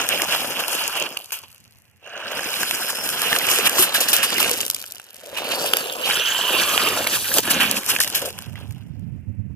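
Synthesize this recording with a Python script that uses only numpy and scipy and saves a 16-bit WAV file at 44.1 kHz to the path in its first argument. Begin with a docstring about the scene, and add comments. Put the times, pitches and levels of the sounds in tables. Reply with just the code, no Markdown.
"""A small electric buggy races, stops and turns on loose gravel outdoors, close to two microphone ports.
Shaped noise makes the shaking chassis, rasping tyres and gears, and stone spray; rough gliding tones whine.
Gritty bursts crunch, short cracks and ringing notes make stones tick, singly or in quick runs, and knock.
An inverted ground echo colours the car over quiet air; wind buffets the right port, hardest at the end."""
import sys
import numpy as np
from scipy import signal
from scipy.fft import rfft, irfft, next_fast_len
from scipy.io import wavfile
from scipy.ndimage import map_coordinates

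SR = 44100
rng = np.random.default_rng(int(sys.argv[2]) if len(sys.argv) > 2 else 0)


def generate_wav(sig):
    """Save sig (samples, or channels by samples) to the path in sys.argv[1] as 16-bit PCM at SR."""
    pcm = np.round(np.clip(np.atleast_2d(sig).T, -1, 1) * 32767).astype(np.int16)
    wavfile.write(sys.argv[1], SR, pcm)


N = 421155
FFT_SIZE = next_fast_len(N)
HZ = np.maximum(np.fft.rfftfreq(FFT_SIZE, 1 / SR), 1)


def from_db(db):
    """Decibels to gain."""
    return 10 ** (np.asarray(db) / 20)


def rms_one(x):
    """Scale to rms 1."""
    return x / np.sqrt(np.mean(x ** 2) + 1e-20)


def in_time(rows):
    """Table columns read at every sample."""
    s, *columns = np.transpose(rows)
    return [np.interp(np.arange(N) / SR, s, c) for c in columns]


def colour(x, spectrum):
    """Shape white sound by a (f/Hz, level/dB) spectrum, keeping its power."""
    hz, db = np.transpose(spectrum)
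    gain = from_db(np.interp(np.log(HZ), np.log(hz), db))
    return irfft(rfft(x, FFT_SIZE) * rms_one(gain), FFT_SIZE)[..., :N]


def drift(rate_hz):
    """Slow chance: noise through a double one-pole low-pass, rms 1."""
    r = np.exp(-20 * np.pi * rate_hz / SR)  # made at a tenth of the sample rate
    noise = rng.standard_normal(N // 10 + 8002)
    slow = signal.lfilter([1], [1, -2 * r, r * r], noise)[8000:]
    return np.interp(np.arange(N) / 10, np.arange(len(slow)), rms_one(slow))


def grit(per_s, spread_db, decay_ms, smooth):
    """Envelope of stone contacts at random moments, sizes long-tailed, over a smooth share; mean power 1."""
    sizes = from_db(2 * spread_db * np.minimum(rng.exponential(1, N), 4))  # as power
    struck = rng.random(N) < per_s / SR
    r = np.exp(-2000 / (decay_ms * SR))  # amplitude falls to 1/e in decay_ms
    hits = sizes * struck * SR / per_s / np.mean(sizes)
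    power = signal.lfilter([1 - r], [1, -r], hits + 1e-18)
    share = np.clip(smooth, 0, 1)
    return np.sqrt(share + (1 - share) * power)


def delay(x, s):
    """Read each channel a varying time late, in seconds."""
    return np.array([map_coordinates(c, [np.arange(N) - d * SR], order=3) for c, d in zip(x, s)])


def pebbles(per_s, cycles):
    """Loose stones ring, 60 dB down after so many cycles, at pitches over four octaves; rms 1."""
    sizes = from_db(7 * np.minimum(rng.exponential(1, N), 3)) * rng.choice([-1, 1], N)
    struck = rng.random(N) < per_s / SR
    pitch_of = rng.integers(0, 18, N)
    out = 0
    for k, hz in enumerate(np.geomspace(350, 6500, 18)):
        r, w = from_db(-60 * hz / (cycles * SR)), 2 * np.pi * hz / SR
        hits = sizes * struck * (pitch_of == k) + 1e-18
        out = out + signal.lfilter([0, np.sin(w)], [1, -2 * r * np.cos(w), r * r], hits) * hz ** 0.89
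    return rms_one(out)


# the car as it runs, stops and passes: relative levels of its three rolling noises
# (t/s, chassis level/dB, tyre and gear rasp level/dB, stone spray level/dB)
DRIVE_LEVELS = [(0.0, -36, -27, -37.5), (0.07, -42.5, -36.5, -35), (0.15, -33.5, -35, -39.5),
                (0.26, -40, -34.5, -35.5), (0.38, -35, -32.5, -29.5), (0.56, -39, -34, -35),
                (0.75, -38.5, -31, -31), (0.92, -49.5, -33.5, -34.5), (1.02, -36.5, -35, -41.5),
                (1.26, -61, -54, -44), (1.6, -76, -64, -58.5), (1.99, -81, -77, -67.5),
                (2.03, -57, -56, -73), (2.09, -61.5, -45.5, -75), (2.2, -46.5, -40, -62),
                (2.3, -42.5, -36.5, -43.5), (2.62, -42, -32.5, -28.5), (2.95, -43.5, -38, -33.5),
                (3.27, -36, -29.5, -28), (3.62, -36.5, -31, -29.5), (3.85, -35.5, -34.5, -36.5),
                (4.18, -39.5, -30.5, -36), (4.41, -37.5, -32, -32), (4.6, -42, -38, -32),
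                (4.77, -56.5, -51.5, -39), (5.05, -64.5, -56, -56), (5.22, -59, -53, -52),
                (5.36, -46.5, -38, -42.5), (5.58, -33, -36, -32), (5.8, -44.5, -36.5, -33),
                (5.98, -42.5, -39.5, -39.5), (6.1, -44, -29, -29.5), (6.25, -53, -32.5, -32),
                (6.42, -36.5, -31, -29.5), (6.75, -35.5, -27.5, -26.5), (7.02, -31, -31, -31),
                (7.27, -47.5, -39.5, -27), (7.39, -28.5, -32, -27), (7.405, -51, -44.5, -27.5),
                (7.425, -58, -44, -32), (7.44, -48, -31.5, -28.5), (7.56, -36.5, -28.5, -33),
                (7.76, -32.5, -33.5, -33), (7.81, -42, -41.5, -37), (7.95, -43, -42, -38),
                (8.28, -43, -40, -35.5), (8.315, -49, -50, -43), (8.45, -56.5, -49.5, -51),
                (8.6, -50, -67, -66), (8.76, -63, -62, -67), (9.55, -76.5, -93.5, -103)]
# spectra of the three noises; crunches and ticks share the last two: (f/Hz, level/dB)
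CHASSIS_SPECTRUM = [(50, -45), (100, -17), (200, -4), (400, -3), (550, 1), (750, -2), (1000, -7),
                    (2000, -21.5)]
RASP_SPECTRUM = [(400, -20.5), (800, -8), (1250, -4), (1650, 0), (2050, -9), (2450, -2), (2900, 1),
                 (3600, -5), (6000, -19), (12000, -29)]
SPRAY_SPECTRUM = [(1500, -41), (3000, 0.5), (5000, 4), (8000, 3), (12000, 6.5), (15000, 3), (16500, -12.5)]


def rolling():
    """Chassis, rasp and spray share the bumps of the ground; a weaker spray means fewer, lonelier stones."""
    chassis_db, rasp_db, spray_db = in_time(DRIVE_LEVELS)
    bumps = drift(18)
    stones_per_s = np.clip(400 * from_db(1.5 * (spray_db + 33.0)), 90, 3000)
    # spinning wheels add fine dust between the stones
    dust = 0.25 + 0.88 * np.clip(from_db(rasp_db + 22.5), 0, 1)
    stones = grit(stones_per_s, spread_db=1.5, decay_ms=0.35, smooth=dust)
    jolts = grit(250, spread_db=1.5, decay_ms=4.0, smooth=0.3)
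    chassis = from_db(chassis_db + 0.3 + 1.2 * bumps + 1.5 * drift(30)) * jolts
    rasp = from_db(rasp_db + 0.9 + 1.1 * bumps) * jolts ** 0.4 * stones ** 0.55
    spray = from_db(spray_db - 1.0 + 1.0 * bumps) * stones
    noisy = colour(chassis * port_noise(), CHASSIS_SPECTRUM)
    noisy = noisy + colour(rasp * port_noise(), RASP_SPECTRUM)
    noisy = noisy + colour(spray * port_noise(), SPRAY_SPECTRUM)
    return noisy + from_db(rasp_db - 8 + 2.5 * bumps) * pebbles(800, cycles=30.0)


def patchy(x, patchy_db, rate_hz):
    """Gravel is uneven: every two-thirds of an octave swells and fades on its own."""
    spectrum, out = rfft(x, FFT_SIZE), 0
    place = np.clip(1.5 * np.log2(HZ / 250), 0, 9)  # band number, bands crossfading
    for k in range(10):
        band = irfft(spectrum * np.clip(1 - np.abs(place - k), 0, 1), FFT_SIZE)[:, :N]
        out = out + band * from_db(patchy_db * drift(rate_hz))
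    return out


# spectrum of the quiet outdoor air: (f/Hz, level/dB)
AIR_SPECTRUM = [(180, -20), (350, -6.5), (600, -5.5), (1100, -13.5), (1800, -2), (2700, -3), (3300, -18.5),
                (3800, -34), (10700, -58.5), (16000, -43.5)]


def quiet_air():
    """Steady coloured noise, faint behind the car."""
    return from_db(-70) * colour(port_noise(), AIR_SPECTRUM)


# gusts on the right port: (start t/s, end t/s, relative level/dB)
GUST_TIMES = [(0, .25, -57.5), (1.507, 1.736, -62), (3.106, 3.25, -59), (3.807, 3.885, -60),
              (4.452, 4.53, -52.5), (6.732, 7.4, -49), (7.92, 8.14, -50.5), (8.424, 8.5, -48),
              (8.534, 9.6, -35.5)]
# spectrum of wind on a port: (f/Hz, level/dB)
GUST_SPECTRUM = [(30, -27), (60, -11), (90, 0), (125, -3), (220, -10.5), (370, -30.5), (600, -41.5),
                 (1500, -70.5)]


def wind():
    """Lumpy turbulence on the exposed right port, a faint rumble on the left."""
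    calm_db, rise_db_s, fall_db_s = -72.5, 64.5, 38
    t = np.arange(N) / SR
    gusts = [db - rise_db_s * np.maximum(t0 - t, 0) - fall_db_s * np.maximum(t - t1, 0)
             for t0, t1, db in GUST_TIMES]
    right_db = np.maximum(np.max(gusts, axis=0), calm_db)
    left_lumps_db = 0.33 * right_db - 45.5 + 5.0 * drift(11.0)
    right_lumps_db = right_db + 2.5 + 3.5 * drift(22)
    lumps = from_db([left_lumps_db, right_lumps_db])
    return colour(lumps * rng.standard_normal((2, N)), GUST_SPECTRUM)


# rough tones of motor, gears and chassis, one row a glide:
# (start t/s, end t/s, first f/Hz, last f/Hz, relative peak level/dB)
WHINE_GLIDES = [(0.05, 1.15, 5400, 5300, -45), (2.35, 2.75, 5000, 4900, -41), (2.8, 3.15, 4950, 5350, -36),
                (4.22, 4.42, 4800, 4950, -35), (5.45, 5.8, 4200, 5100, -37), (6.03, 6.42, 3900, 8000, -36),
                (6.75, 7.0, 4800, 5000, -38), (5.23, 5.45, 570, 545, -44), (5.4, 6.24, 520, 500, -37),
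                (3.84, 4.0, 4050, 3900, -39), (5.78, 5.95, 4400, 3100, -40), (7.24, 7.33, 1530, 1620, -37),
                (2.04, 2.45, 620, 600, -46), (2.04, 2.4, 2850, 2950, -48), (2.06, 3.2, 1600, 1500, -39),
                (3.45, 3.7, 1300, 1230, -36), (4.38, 4.55, 450, 460, -41), (6.03, 6.24, 2950, 3300, -28),
                (6.17, 6.32, 2750, 3000, -29), (6.25, 6.66, 3150, 2900, -27), (6.1, 6.42, 1450, 1600, -36),
                (6.5, 6.95, 3200, 2500, -35), (6.3, 7.0, 1000, 1270, -34), (7.5, 7.62, 2150, 2050, -35),
                (7.48, 7.6, 3000, 2700, -32), (7.43, 7.8, 240, 212, -37), (8.22, 8.29, 540, 551, -34)]


def whine():
    """Each tone glides in pitch and is blurred by backlash and wheel slip into a rough band."""
    peak_at, edge_db = 0.35, -7  # peaks this far into its glide, this much softer at both ends
    out = np.zeros(N)
    for t0, t1, first, last, peak_db in WHINE_GLIDES:
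        blur_hz = 4.3 * ((first + last) / 2) ** 0.5
        hz, = in_time([(t0, first), (t1, last)])
        db, = in_time([(t0 - 0.03, -130), (t0, peak_db + edge_db), (t0 + peak_at * (t1 - t0), peak_db),
                       (t1, peak_db + edge_db), (t1 + 0.04, -130)])
        phase = 2 * np.pi * np.cumsum(hz * (1 + 0.02 * drift(30))) / SR
        db = db + 3.5 * drift(60)
        out += from_db(db) * (drift(blur_hz) * np.sin(phase) + drift(blur_hz) * np.cos(phase))
    return out


# single stones striking: (t/s, relative level/dB, treble share level/dB)
STONE_TICKS = [(0.089, -3.5, 0), (0.219, -1.5, -4.5), (0.681, -10, 0), (0.878, -8, 0), (0.999, -12.5, 0),
               (1.172, -9.5, -5), (1.258, -27, 0), (1.306, -23, -11), (1.389, -24, 0), (2.631, -6, -3),
               (2.710, 0.5, -10), (2.828, -16.5, -12), (3.075, -15, 0), (3.09, -7, -2), (3.218, -6, 4),
               (3.268, -13, 0), (3.329, 0.5, -13), (3.363, 1, -15), (3.387, -5.5, 0), (3.407, -23, 0),
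               (3.443, -23, 0), (3.468, -8, 0), (3.514, -3.5, -0.5), (3.586, -1.5, -4), (3.656, -12, 4),
               (3.695, -6, 0), (3.783, -2, -11), (4.165, -1, -1), (4.382, -10, 1), (4.428, -2, -4),
               (4.513, -4.5, -0.5), (4.605, -9, 0), (4.612, -7, 0), (4.651, -13.5, 0), (4.664, -11, 0),
               (4.68, -12, -4.5), (4.7, -2, -0.5), (4.711, -14, 0), (4.746, -8.5, 0), (4.764, -16, -2.5),
               (4.796, -26, 0), (4.802, -23, 0), (4.815, -20, 1), (4.825, -20, 0), (4.84, -16, -12),
               (4.862, -22, 0), (4.878, -28, 4), (4.909, -25, 0), (4.921, -16, 0), (4.948, -25, 0),
               (4.956, -25, 0), (4.998, -18, -9), (5.041, -31, 0), (5.106, -30, 0), (5.144, -26.5, 0),
               (5.165, -28, 0), (5.26, -25, 0), (5.518, -14, 0), (5.735, 4.5, -7.5), (5.769, -1, -.5),
               (5.925, -16, 0), (6.777, 5, -22), (6.887, -8.5, 0), (7.072, -2.5, -6), (7.34, -4.5, 0),
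               (7.373, -4, 2), (7.384, 5, -1.5), (7.712, -1, 0), (7.917, -17, -10), (7.963, -7, -10),
               (8.003, -1, 2), (8.075, -16, -2), (8.1, -14, 3.5), (8.388, -14, -4), (8.422, -20, -3),
               (8.557, -28, -9), (8.708, -30, -4), (8.723, -32, 0), (8.995, -47, 3)]


def ticks():
    """A struck stone gives a dry crack of a millisecond or two, bright and dull, and a short dull-side note."""
    low_hz, high_hz, ring_cycles, ring_db = 2000, 3400, 5.0, -14  # a note falls to 1/e in these cycles
    dull, bright, note = np.zeros(N), np.zeros(N), np.zeros(N)
    t = np.arange(SR // 25) / SR
    crack = np.exp(-t / 0.0012)
    rows = STONE_TICKS + quick_ticks()
    pitches = low_hz * (high_hz / low_hz) ** rng.random(len(rows))
    for (s, peak_db, treble_db), hz in zip(rows, pitches):
        at = slice(int(s * SR), int(s * SR) + len(t))
        share = np.clip(from_db(treble_db), 0, 0.98)
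        swell = from_db(peak_db) * (1 - np.exp(-t / 0.00056))
        dull_swell = swell * np.sqrt(1 - share ** 2)
        ring = np.exp(-t * hz / ring_cycles) * np.sin(2 * np.pi * hz * t)
        bright[at] += swell * share * 0.98 * crack
        dull[at] += dull_swell * 0.49 * crack
        note[at] += dull_swell * from_db(ring_db) * ring
    return colour(bright * port_noise(), SPRAY_SPECTRUM) + colour(dull * port_noise(), RASP_SPECTRUM) + note


# wheels ploughing into gravel:
# (peak t/s, relative peak level/dB, treble share level/dB, build-up t/s, 60 dB decay t/s)
WHEEL_CRUNCHES = [(0.091, -9.5, -6, 0.0012, 0.81), (0.348, -4.5, -6.5, 0.031, 0.064),
                  (0.606, -6, -4.5, 0.012, 0.048), (0.965, -13, -4, .006, 0.39),
                  (1.065, -13.5, -20, 0.0088, 0.04), (1.321, -9, -0.5, 0.0006, 0.18),
                  (1.36, -32, -17, 0.016, 0.35), (1.437, -22, -9, 0.0028, 0.044),
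                  (2.885, -16.5, -8, 0.011, 0.064), (2.904, -5.5, -2, 0.012, 0.051),
                  (3.489, -4, -2, 0.0059, 0.91), (3.676, 5.5, -3, 0.019, 0.023), (3.801, 4, 0, 0.023, 0.14),
                  (3.824, 2, -1, .001, 0.13), (3.946, 1, -1.5, 0.0037, 0.23),
                  (4.005, -0.5, 0, 0.0006, 0.18), (4.085, 1, 0, .001, 0.12), (4.131, 3, -1, 0.00065, 0.23),
                  (4.231, -1.5, -1.5, 0.0027, 0.18), (4.404, -1, -1.5, 0.009, 0.11),
                  (4.533, -6, 0, 0.0015, 0.044), (5.372, -11.5, -4, 0.0032, 0.21),
                  (5.52, -11, -9, 0.011, 0.13), (7.14, -4.5, -0.5, 0.029, 0.2),
                  (7.16, -11.5, -3, 0.0094, .08), (7.394, -4.5, 0, 0.069, 0.026),
                  (7.509, 4.5, 0.5, 0.0063, 0.087), (7.607, -3.5, -4.5, 0.0056, 0.32),
                  (7.63, -14, -10.5, 0.011, 0.11), (7.77, -5.5, -0.5, 0.0066, 0.14),
                  (7.893, -2, -.5, 0.013, 0.28), (8.003, 2, 0, 0.0015, 0.16),
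                  (8.15, 1.5, -.5, 0.0026, 0.15), (8.218, -8.5, -1, 0.00083, 0.069),
                  (8.257, -9, 0, 0.00084, 0.067), (8.556, -29, -23, .0006, 0.44)]


def crunches():
    """Each crunch builds up, peaks and dies away in gritty pieces, with a dull and a bright part."""
    dull, bright, t = np.zeros(N), np.zeros(N), np.arange(N) / SR
    for s, peak_db, treble_db, rise, t60 in WHEEL_CRUNCHES:
        at = slice(max(int((s - 0.1) * SR), 0), int((s + 0.12) * SR))  # cut off 0.12 s after the peak
        share = np.clip(from_db(treble_db), 0, 0.98)
        late = t[at] - s
        build_up = np.exp(late / max(rise, 1e-4))
        decay = from_db(-60 * late / max(t60, 0.01))
        shape = np.where(late < 0, build_up, decay)
        dull[at] += from_db(peak_db - 16) * shape * np.sqrt(1 - share ** 2)
        bright[at] += from_db(peak_db - 17.5) * shape * share
    pieces = grit(1500, spread_db=3, decay_ms=1.1, smooth=0.6)
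    dull_part = colour(dull * pieces * port_noise(), RASP_SPECTRUM)
    return dull_part + colour(bright * pieces * port_noise(), SPRAY_SPECTRUM)


# stones knocking on the hollow shell of the car: (t/s, relative level/dB, f/Hz)
SHELL_KNOCKS = [(0.176, -12, 2480), (0.199, -11, 1740), (0.638, -16, 2750), (1.17, -13, 2840),
                (2.393, -12, 1640), (2.632, -7, 1600), (2.827, -19.5, 1500), (3.328, -2.5, 1780),
                (3.362, -7.5, 2730), (3.414, -15, 2000), (3.488, -6.5, 2500), (3.599, -8.5, 2610),
                (3.67, -9.5, 2770), (3.783, -10.5, 1110), (3.794, -12, 372), (4.384, -9, 2100),
                (4.444, -5.5, 2480), (4.512, -16.5, 480), (4.606, -10.5, 3020), (4.631, -14.5, 2730),
                (4.701, -21, 3000), (4.967, -26, 3020), (5.329, -26, 555), (5.898, -10.5, 3740),
                (6.197, -6.5, 3460), (6.363, -19, 3060), (7.069, -5, 2220), (7.317, -12, 1680),
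                (7.383, -15.5, 1730), (7.48, -21, 320), (7.605, -7, 2750), (7.712, -23, 720),
                (7.769, -9, 2570), (7.917, -13, 2770), (7.963, -6.5, 2550), (7.992, -14, 1740),
                (8.007, -8, 1840), (8.074, -18, 1830), (8.224, -17.5, 527), (8.556, -26.5, 2010)]


def knocks():
    """Each knock rings a few cycles on its own pitch and one inharmonic overtone."""
    ring_cycles, overtone, overtone_db = 4.7, 1.8, -13  # 1/e in these cycles; overtone's pitch ratio
    out, t = np.zeros(N), np.arange(SR // 20) / SR
    for s, peak_db, hz in SHELL_KNOCKS:
        note = np.sin(2 * np.pi * hz * t)
        note = note + from_db(overtone_db) * np.sin(2 * np.pi * hz * overtone * t)
        at = slice(int(s * SR), int(s * SR) + len(t))
        out[at] += from_db(peak_db - 5.5) * note * np.exp(-t * hz / ring_cycles)
    return out


# runs of small stones ticking in quick succession, as the car drives or after it quiets:
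# (start t/s, end t/s, first relative level/dB, last relative level/dB)
QUICK_RUNS = [(1.192, 1.8, -43, -78), (4.267, 4.562, -13.5, -9.5), (4.745, 5.303, -48, -36),
              (7.803, 8.104, -14.5, -9), (8.395, 8.805, -33.5, -45)]


def quick_ticks():
    """Tick rows drawn by chance: small stones strike at uneven gaps while the run's level glides."""
    rows = []
    for t0, t1, first_db, last_db in QUICK_RUNS:
        when, size, tone = rng.random((40, 3)).T
        s = t0 + np.cumsum(0.47 + 1.6 * when) / 52  # gaps of 9 to 40 ms
        glide_db = first_db + (last_db - first_db) * (s - t0) / (t1 - t0)
        db = glide_db + 4 * (2 * size - 1)
        treble_db = -6 * tone
        rows += list(np.c_[s, db, treble_db][s < t1])
    return rows


# where the car is: (t/s, ground echo's extra path/ms, echo strength 0-1, left port's extra lead/us,
# treble left-right level/dB)
CAR_PLACE = [(0, 0.5, 0, 4, 4), (1.1, 0.51, 0.41, -37.5, 3), (2.9, 0.6, 0.12, 1.5, -1.5),
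             (3.4, 1.4, 0.01, 26, -1), (4.6, 1.18, 0.09, 51, -0.5), (5.6, 0.43, 0.2, 62, 1),
             (6.0, 0.5, 0.38, 161, -2), (6.15, 0.69, 0, -100, 1.5), (6.6, 0.97, 0.3, -84, -1.5),
             (7.2, 1.38, 0.08, -96, -1.5), (8.2, 1.53, 0.1, -8.5, 0), (9.55, 1.9, 0.11, 28, -4)]


def ground(x):
    """The longer ground path returns inverted and dulled; the car's bearing shifts and shades the ports."""
    shadow_hz = 5500  # above this the body of the recorder shades the far port
    ms, strength, lead_us, shade_db = in_time(CAR_PLACE)
    dulled = signal.lfilter(*signal.butter(1, 6000, fs=SR), x)
    late = delay(dulled, [ms / 1000] * 2)
    with_echo = (x - strength * late) / np.sqrt(1 + strength ** 2)
    both = delay(with_echo, [-lead_us / 2e6, lead_us / 2e6])
    treble = signal.filtfilt(*signal.butter(2, shadow_hz, "high", fs=SR), both)
    return both + treble * (from_db([shade_db / 2, -shade_db / 2]) - 1)


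# the two microphone ports: (f/Hz, likeness 0-1, left's phase lead/rad, left-right level/dB)
PORT_PAIR = [(60, 0.99, 0.5, -0.5), (250, 1, 0.5, 0), (1000, 0.89, 0.5, 2), (2100, 0.63, 0.23, -3.5),
             (2750, 0.2, 1.26, -9.5), (3500, .85, 2.6, -3.5), (3870, 0.95, 3.2, 0.5), (4550, 0.95, 3.3, 1),
             (5250, 0.7, 5.8, -1), (5720, 0, 8.5, 2), (6670, 0.05, 9, 2.5), (15000, 0.1, 19, -0.5)]


def ports(x):
    """Each port has its own colour and lag; near four kilohertz the pair is about in antiphase."""
    hz, _, lead, balance_db = np.transpose(PORT_PAIR)
    half = from_db(np.interp(HZ, hz, balance_db) / 2) * np.exp(0.5j * np.interp(HZ, hz, lead))
    return irfft(rfft(x, FFT_SIZE) * [half, 1 / half], FFT_SIZE)[:, :N]


def port_noise():
    """White noise at both ports: alike in the bass and near 4 kHz, unalike near 2.75 and above 5.7 kHz."""
    hz, likeness, _, _ = np.transpose(PORT_PAIR)
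    alike = np.clip(np.interp(HZ, hz, likeness), 0, 1)
    shared, left, right = rfft(rng.standard_normal((3, N)), FFT_SIZE)
    both = np.sqrt(alike) * shared + np.sqrt(1 - alike) * np.array([left, right])
    return irfft(both, FFT_SIZE)[:, :N]


def scene():
    """Car, stones and quiet air reach the ports; wind acts on them directly."""
    gravel = patchy(rolling() + crunches(), patchy_db=2.5, rate_hz=24.8)
    car = gravel + ticks() + knocks() + whine()
    return ports(ground(car) + quiet_air()) + wind()


def band_limit(x):
    """A steep low-pass at the top of the band."""
    return signal.sosfilt(signal.butter(12, 16990, fs=SR, output="sos"), x)


def record(dry):
    """Peaks are rounded, then the deepest bass and the top are cut."""
    rounded = np.tanh(1.485 * dry)
    bass_cut = signal.butter(2, 45, "high", fs=SR, output="sos")
    top_cut = signal.cheby2(12, 80, 16600, fs=SR, output="sos")
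    mix = signal.sosfilt(np.vstack([bass_cut, top_cut]), rounded)
    return band_limit(mix)


dry = scene()
out = record(dry)
generate_wav(out)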